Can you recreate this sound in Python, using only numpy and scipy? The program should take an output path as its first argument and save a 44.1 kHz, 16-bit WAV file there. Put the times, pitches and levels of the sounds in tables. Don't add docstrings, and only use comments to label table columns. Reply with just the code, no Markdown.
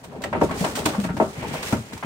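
import sys
import numpy as np
from scipy import signal
from scipy.fft import rfft, irfft, next_fast_len
from scipy.io import wavfile

SR = 44100
rng = np.random.default_rng(int(sys.argv[2]) if len(sys.argv) > 2 else 0)


def transcribe(u):
    v = np.clip(np.atleast_2d(u).T, -1, 1)
    q = np.round(v * 32767).astype(np.int16)
    wavfile.write(sys.argv[1], SR, q)


N = 90404
BLOW_T = np.arange(SR // 5) / SR
BAND_EDGES = np.geomspace(22, 18000, 25)
BAND_HZ = np.sqrt(BAND_EDGES[1:] * BAND_EDGES[:-1])
BAND_FILTERS = [signal.butter(2, edges, "band", fs=SR, output="sos")
                for edges in zip(BAND_EDGES, BAND_EDGES[1:])]
LEFT_RIGHT = np.array([[1], [-1]])
CLAW_GRAIN = dict(per_s=450, size_db=-0.8, fall_s=0.011)

# f/Hz, left minus right/dB
BALANCE = [(60, 1.5), (200, 2), (700, 1.1), (1500, 2.5), (2500, 0), (4000, -5.5), (9000, -2.5), (15000, -4)]


def knocks():
    # t/s, level/dB, low-pass/Hz, high-pass/Hz, scuff decay/s
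    hits = [(.037, -44, 1050, 300, 0.0085), (0.122, -39.5, 894, 397, 0.0097),
            (0.149, -36.5, 600, 222, 0.029), (.209, -38, 800, 196, .014), (.24, -31, 1710, 380, .003),
            (0.253, -33.5, 546, 400, 0.0023), (.327, -23, 1670, 200, 0.0096),
            (0.349, -25, 1240, 220, 0.013), (0.412, -24.5, 1330, 490, 0.001),
            (.418, -14.5, 650, 190, 0.0035), (0.428, -23.5, 696, 242, 0.0017),
            (0.509, -29, 1770, 398, 0.002), (0.61, -32, 650, 298, 0.0085), (0.64, -21.5, 1470, 257, 0.022),
            (0.773, -27.5, 850, 400, 0.011), (0.856, -23, 1470, 197, 0.0079),
            (0.889, -30, 890, 400, 0.0045), (0.947, -32, 1340, 590, 0.0027), (1.041, -30, 1760, 590, 0.012),
            (1.087, -33, 1620, 490, .008), (1.106, -41, 1610, 795, 0.006),
            (1.167, -32.5, 1820, 350, 0.0048), (1.1995, -15, 1000, 330, 0.0025),
            (1.211, -20, 690, 450, .003), (1.427, -35.5, 1080, 400, 0.01), (1.538, -31, 1000, 496, 0.0076),
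            (1.632, -35.5, 1530, 450, 0.0022), (1.724, -23, 1390, 198, 0.0058),
            (1.747, -35.5, 550, 280, 0.0032), (1.922, -41.5, 1800, 603, 0.0033),
            (1.966, -49.5, 1500, 705, 0.0076), (2.026, -31.5, 2040, 630, 0.0057)]
    # f/Hz, level/dB
    plank_colour = [(100, -7), (215, 1), (400, 1), (600, 0), (820, -1), (1050, -4), (1400, -3.5),
                    (2200, -2.5), (3200, -4), (6000, -14)]
    # f/Hz, level/dB, t60/s
    modes = [(220, -20, 0.28), (299, -24.5, 0.3), (384.6, -6, 0.34), (490, -14, .1), (577.5, 1.5, 0.18),
             (637, 7.5, 0.15), (787.4, -1, 0.16), (926, 7.5, 0.13), (1113, -3, 0.05), (1346, -2, 0.17),
             (1580, -5, 0.1), (1967, -33, 0.082), (2250, -65, .07), (2750, 1, .06)]
    scuffs_per_s, scuff_db, ring_db = 1300, -1, -8
    out, t = np.zeros((2, N)), BLOW_T
    size = next_fast_len(2 * len(t))
    echo_energy = rfft([wall_decay(t, hz) ** 2 for hz in BAND_HZ], size)
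    for s, db, bright_hz, bass_hz, scuff_s in hits:
        scuff = ticks(len(t), scuffs_per_s, size_db=1.54) * np.sqrt(scuffs_per_s / SR)
        contact = scuff * from_db(scuff_db) * np.exp(-t / scuff_s)
        contact[0] += 1
        energy = irfft(echo_energy * rfft(contact ** 2, size), size)[:, :len(t)]
        planks = sum(rms_one(noise * swell) * np.sqrt(hz) * from_db(at_hz(plank_colour, hz))
                     for swell, (hz, noise) in zip(np.sqrt(np.abs(energy)), stereo_bands(len(t))))
        ring = sum(rng.choice([-1, 1]) * from_db(mode_db + rng.normal(0, 2) - 60 * t / t60)
                   * np.sin(2 * np.pi * hz * t) for hz, mode_db, t60 in modes)
        knock = rms_one(planks) + from_db(ring_db) * rms_one(ring)
        knock = cut(knock, bright_hz, "low", order=3)
        add(out, s, blow(cut(knock, bass_hz, "high"), db))
    return out


def thumps():
    # t/s, level/dB, f/Hz, rise/s, decay/s, overtone/dB
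    landings = [(.24, -33, 85, .012, .05, -10), (.418, -17.5, 207.6, 0.0037, 0.023, -3),
                (.424, -21, 69.6, 0.0044, 0.017, -11), (.607, -8.5, 183, .004, 0.011, -26),
                (.857, -18.5, 132.7, 0.004, 0.015, 3.5), (.978, -1.5, 212.7, 0.011, .012, -26),
                (1.027, -18, 190, 0.0086, 0.017, -16), (1.093, -21, 172.6, 0.007, 0.019, -9),
                (1.2, -16, 219, 0.0051, 0.024, -3), (1.51, -27, 147.6, 0.0055, 0.041, -7.5),
                (1.725, -10.5, 114.3, 0.0021, 0.017, -4), (1.728, -13, 225, 0.0042, .024, -20),
                (1.748, -15, 113, 0.0026, 0.01, -0.5), (1.932, -25, 235, 0.0015, 0.0056, -12),
                (1.949, -29.5, 85, 0.0035, 0.019, -24)]
    overtone_ratio, overtone_fall_ratio, room_db = 2.33, .8, -7.5
    out, t = np.zeros((2, N)), BLOW_T
    for s, db, hz, rise_s, fall_s, overtone_db in landings:
        body = np.sin(2 * np.pi * hz * t) * np.exp(-t / fall_s)
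        overtone = np.sin(2 * np.pi * hz * overtone_ratio * t)
        overtone *= from_db(overtone_db) * np.exp(-t / (fall_s * overtone_fall_ratio))
        attack = 1 - np.exp(-(t / rise_s) ** 2)
        swing = cut((body + overtone) * attack * from_db(db), hz=57, kind="high")
        add(out, s, swing * pan(hz))
        add(out, s, from_db(room_db) * coop(swing))
    return out


def wings():
    # t/s, level/dB, low-pass/Hz, rise/s, decay/s
    strokes = [(.031, -45.5, 14000, 0.015, 0.011), (0.217, -41, 7840, 0.0026, 0.025),
               (.236, -33, 2880, 0.0023, 0.0098), (.328, -46.5, 2780, .002, 0.0056),
               (.413, -41, 4000, 0.0026, 0.0077), (0.506, -41, 4100, .01, .012),
               (.604, -41, 12000, 0.0034, 0.0068), (0.642, -32, 4940, .006, .009),
               (0.752, -28.5, 13300, 0.0045, 0.031), (0.789, -36, 10000, 0.0027, 0.0076),
               (.854, -23, 9100, 0.0054, 0.01), (0.886, -35.5, 7000, 0.0039, 0.012),
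               (0.997, -40, 8000, .004, 0.013), (1.036, -38, 6000, .004, 0.013),
               (1.166, -42.5, 5000, .003, 0.012), (1.477, -41, 10000, 0.0043, 0.02),
               (1.528, -37, 12000, 0.0055, 0.033), (1.628, -33.5, 8900, 0.0016, 0.011),
               (1.724, -35, 9000, .002, 0.0071), (1.931, -42, 9000, .003, 0.0076),
               (1.974, -45, 8000, 0.0051, 0.011), (2.029, -56, 2200, 0.0026, 0.0055)]
    # f/Hz, level/dB
    stroke_colour = [(300, -27), (900, 6), (1800, 4), (3200, 3), (5000, 0), (7200, -1), (8500, 2),
                     (10000, -8.5), (16000, -3.5)]
    room_db = -11.5
    out, t = np.zeros((2, N)), BLOW_T
    hz = np.fft.rfftfreq(len(t), 1 / SR)
    colour = from_db(at_hz(stroke_colour, hz)) * pan(hz)
    for s, db, bright_hz, rise_s, fall_s in strokes:
        rolloff = 1 / np.sqrt(1 + (hz / bright_hz) ** 2)
        fan = irfft(rfft([barbs(len(t)), barbs(len(t))]) * colour * rolloff, len(t))
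        swell = np.minimum(t / rise_s, 1) * np.exp(-np.maximum(t - rise_s, 0) / fall_s)
        add(out, s, blow(fan * swell, db))
    return out + from_db(room_db) * coop(out.sum(0) / np.sqrt(2))[:, :N]


def barbs(size):
    return ticks(size, per_s=6400, size_db=3.5) + 0.4 * rng.standard_normal(size)


def slips():
    # t/s, relative level/dB, f/Hz, length/s
    squeaks = [(0.234, -34, 1850, .012), (.484, -31, 1120, 0.027), (0.931, -32.5, 1124, .034),
               (1.088, -36.5, 1430, 0.034), (1.426, -34.5, 900, 0.038), (1.537, -30.5, 620, 0.025),
               (1.963, -43, 940, 0.023), (2.026, -33.5, 930, 0.017)]
    width_hz, room_db = 110, -2.5
    out, t = np.zeros((2, N)), BLOW_T
    for s, db, hz, length_s in squeaks:
        swell = np.sin(np.pi * np.minimum(t / length_s, 1))
        catches = ticks(len(t), per_s=1800, size_db=1) * swell
        add(out, s, blow(resonate(catches, hz, q=hz / width_hz), db))
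    return (out + from_db(room_db) * coop(out[0])[:, :N]) / np.sqrt(2)


def rustle():
    # f/Hz, level/dB
    colour = [(500, -11), (1500, 3.5), (3000, 2), (5000, 0.5), (7200, 0.5), (8500, -1.5), (10000, -6),
              (12000, -11), (16000, -8)]
    # t/s, level/dB
    swells = [(0, -58), (.2, -58.5), (.3, -57), (.4, -52.5), (.44, -37.5), (.49, -49), (.545, -44),
              (.6, -32.5), (.67, -35), (.735, -42), (.84, -42), (.9, -38), (.97, -44), (1.06, -42),
              (1.12, -54), (1.2, -44.5), (1.3, -45.5), (1.45, -44), (1.61, -43), (1.68, -31.5), (1.73, -37),
              (1.82, -46.5), (2.05, -50)]
    return grains(colour, per_s=900, size_db=-0.5, fall_s=0.0078) * fader(swells)


def scrabble():
    # f/Hz, level/dB
    colour = [(200, -26), (400, 5.5), (620, 0.5), (830, 1), (1300, -7.5), (2000, -8), (2700, -15),
              (3600, -18), (8000, -45)]
    # t/s, level/dB
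    flurries = [(0, -53), (.12, -44), (.3, -46), (.52, -35), (.66, -34), (.74, -40), (.8, -32),
                (.84, -35.5), (.92, -33), (1.0, -37), (1.14, -64), (1.33, -42), (1.46, -38), (1.56, -38),
                (1.61, -39), (1.71, -37.5), (1.84, -48), (2.05, -50.5)]
    return grains(colour, **CLAW_GRAIN) * fader(flurries)


def drag():
    # f/Hz, level/dB
    colour = [(500, -15), (1100, -2), (1700, 2.5), (2600, 6.5), (3300, -7), (6000, -27)]
    # t/s, level/dB
    course = [(1.15, -80), (1.3, -60.5), (1.4, -40.5), (1.5, -41), (1.57, -35), (1.62, -40), (1.7, -38.5),
              (1.8, -57), (1.9, -49.5), (2.05, -51)]
    return grains(colour, **CLAW_GRAIN) * fader(course)


def air():
    # f/Hz, level/dB
    colour = [(25, -19), (50, -12.5), (82, 0), (105, -2.5), (170, 1.5), (230, 1.5), (330, -8.5),
              (600, -18.5), (1200, -37), (4000, -65)]
    # t/s, level/dB
    gusts = [(0, -49.5), (.12, -38.5), (.24, -37), (.3, -37.5), (.37, -28.5), (.48, -29), (.57, -33),
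             (.68, -33), (.76, -35.5), (.88, -29.5), (.95, -35.5), (1.1, -30.5), (1.25, -33), (1.34, -40),
             (1.4, -33.5), (1.55, -36), (1.68, -41), (1.8, -39), (1.88, -46.5), (1.95, -37), (2.01, -56),
             (2.05, -30.5)]
    flutter_db, flutter_hz = 2.6, 39
    flutter = rms_one(cut(rng.standard_normal(N + SR), flutter_hz, "low")[SR:])
    return rms_one(coloured(colour) * from_db(flutter_db * flutter)) * fader(gusts)


def coop(x, length_s=.16):
    t = np.arange(int(length_s * SR)) / SR
    echo = sum(rms_one(noise * wall_decay(t, hz)) * np.sqrt(hz) for hz, noise in stereo_bands(len(t)))
    return signal.fftconvolve(x[None], rms_one(echo) / np.sqrt(len(t)), axes=1)


def wall_decay(t, hz):
    # f/Hz, t60/s
    early_t60 = [(100, 0.21), (500, 0.06), (1500, -0.0053), (4000, 0.2369), (12000, 0.1147)]
    # f/Hz, level/dB
    tail_colour = [(150, -8), (600, -15.5), (1500, -8), (4000, -16.5), (12000, -46)]
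    build_up_s, hold_shape, tail_t60_s = 0.00069, 1.73, 0.27
    early = from_db(-60 * (t / at_hz(early_t60, hz)) ** hold_shape)
    tail = from_db(at_hz(tail_colour, hz) - 60 * t / tail_t60_s)
    return (early + tail) * (1 - np.exp(-t / build_up_s))


def stereo_bands(size):
    # f/Hz, correlation (1 or more is mono)
    likeness = [(60, 1.3), (170, 0.9), (350, 0.8), (700, 0.7), (1400, -0.24), (2800, -0.26), (6000, 0),
                (14000, 0)]
    white = rng.standard_normal((2, 2, size + SR // 30))
    for k, (hz, sos) in enumerate(zip(BAND_HZ, BAND_FILTERS)):
        mid, side = signal.sosfilt(sos, white[k % 2])[:, -size:]
        alike = np.clip(at_hz(likeness, hz), -1, 1)
        yield hz, (np.sqrt(1 + alike) * mid + np.sqrt(1 - alike) * side * LEFT_RIGHT) * pan(hz)


def grains(colour, per_s, size_db, fall_s):
    contacts = ticks(N + SR, per_s, size_db)
    energy = signal.lfilter([1], [1, -np.exp(-2 / (fall_s * SR))], contacts ** 2 + 1e-12)[SR:]
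    return rms_one(coloured(colour) * np.sqrt(energy))


def coloured(colour):
    return rms_one(sum(rms_one(noise) * np.sqrt(hz) * from_db(at_hz(colour, hz))
                       for hz, noise in stereo_bands(N)))


def ticks(size, per_s, size_db):
    sizes = from_db(size_db * np.minimum(rng.exponential(1, size), 4)) * rng.choice([-1, 1], size)
    return rms_one(sizes * (rng.random(size) < per_s / SR))


def blow(x, db, window_s=.03):
    return from_db(db) * rms_one(x) * np.sqrt(window_s * SR / x.shape[-1])


def pan(hz):
    return from_db(LEFT_RIGHT * at_hz(BALANCE, hz) / 2)


def fader(points):
    return from_db(np.interp(np.arange(N) / SR, *np.transpose(points)))


def at_hz(points, hz):
    f, value = np.transpose(points)
    return np.interp(np.log(np.maximum(hz, 1)), np.log(f), value)


def cut(x, hz, kind, order=2):
    return signal.sosfilt(signal.butter(order, hz, kind, fs=SR, output="sos"), x)


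def resonate(x, hz, q):
    return signal.lfilter(*signal.iirpeak(hz, q, fs=SR), x)


def from_db(db):
    return 10 ** (np.asarray(db) / 20)


def rms_one(x):
    return x / np.sqrt(np.mean(x ** 2) + 1e-20)


def add(out, s, x):
    start = int(s * SR)
    out[:, start:start + x.shape[-1]] += x[..., :max(N - start, 0)]


def scene():
    return knocks() + thumps() + slips() + wings() + rustle() + scrabble() + drag() + air()


def record(dry):
    lift_gain, cutoff_hz = 0.58, 15750
    lifted = dry + lift_gain * resonate(dry, hz=8490, q=24)
    return signal.sosfilt(signal.ellip(12, .1, 90, cutoff_hz, fs=SR, output="sos"), lifted)


dry = scene()
out = record(dry)
transcribe(out)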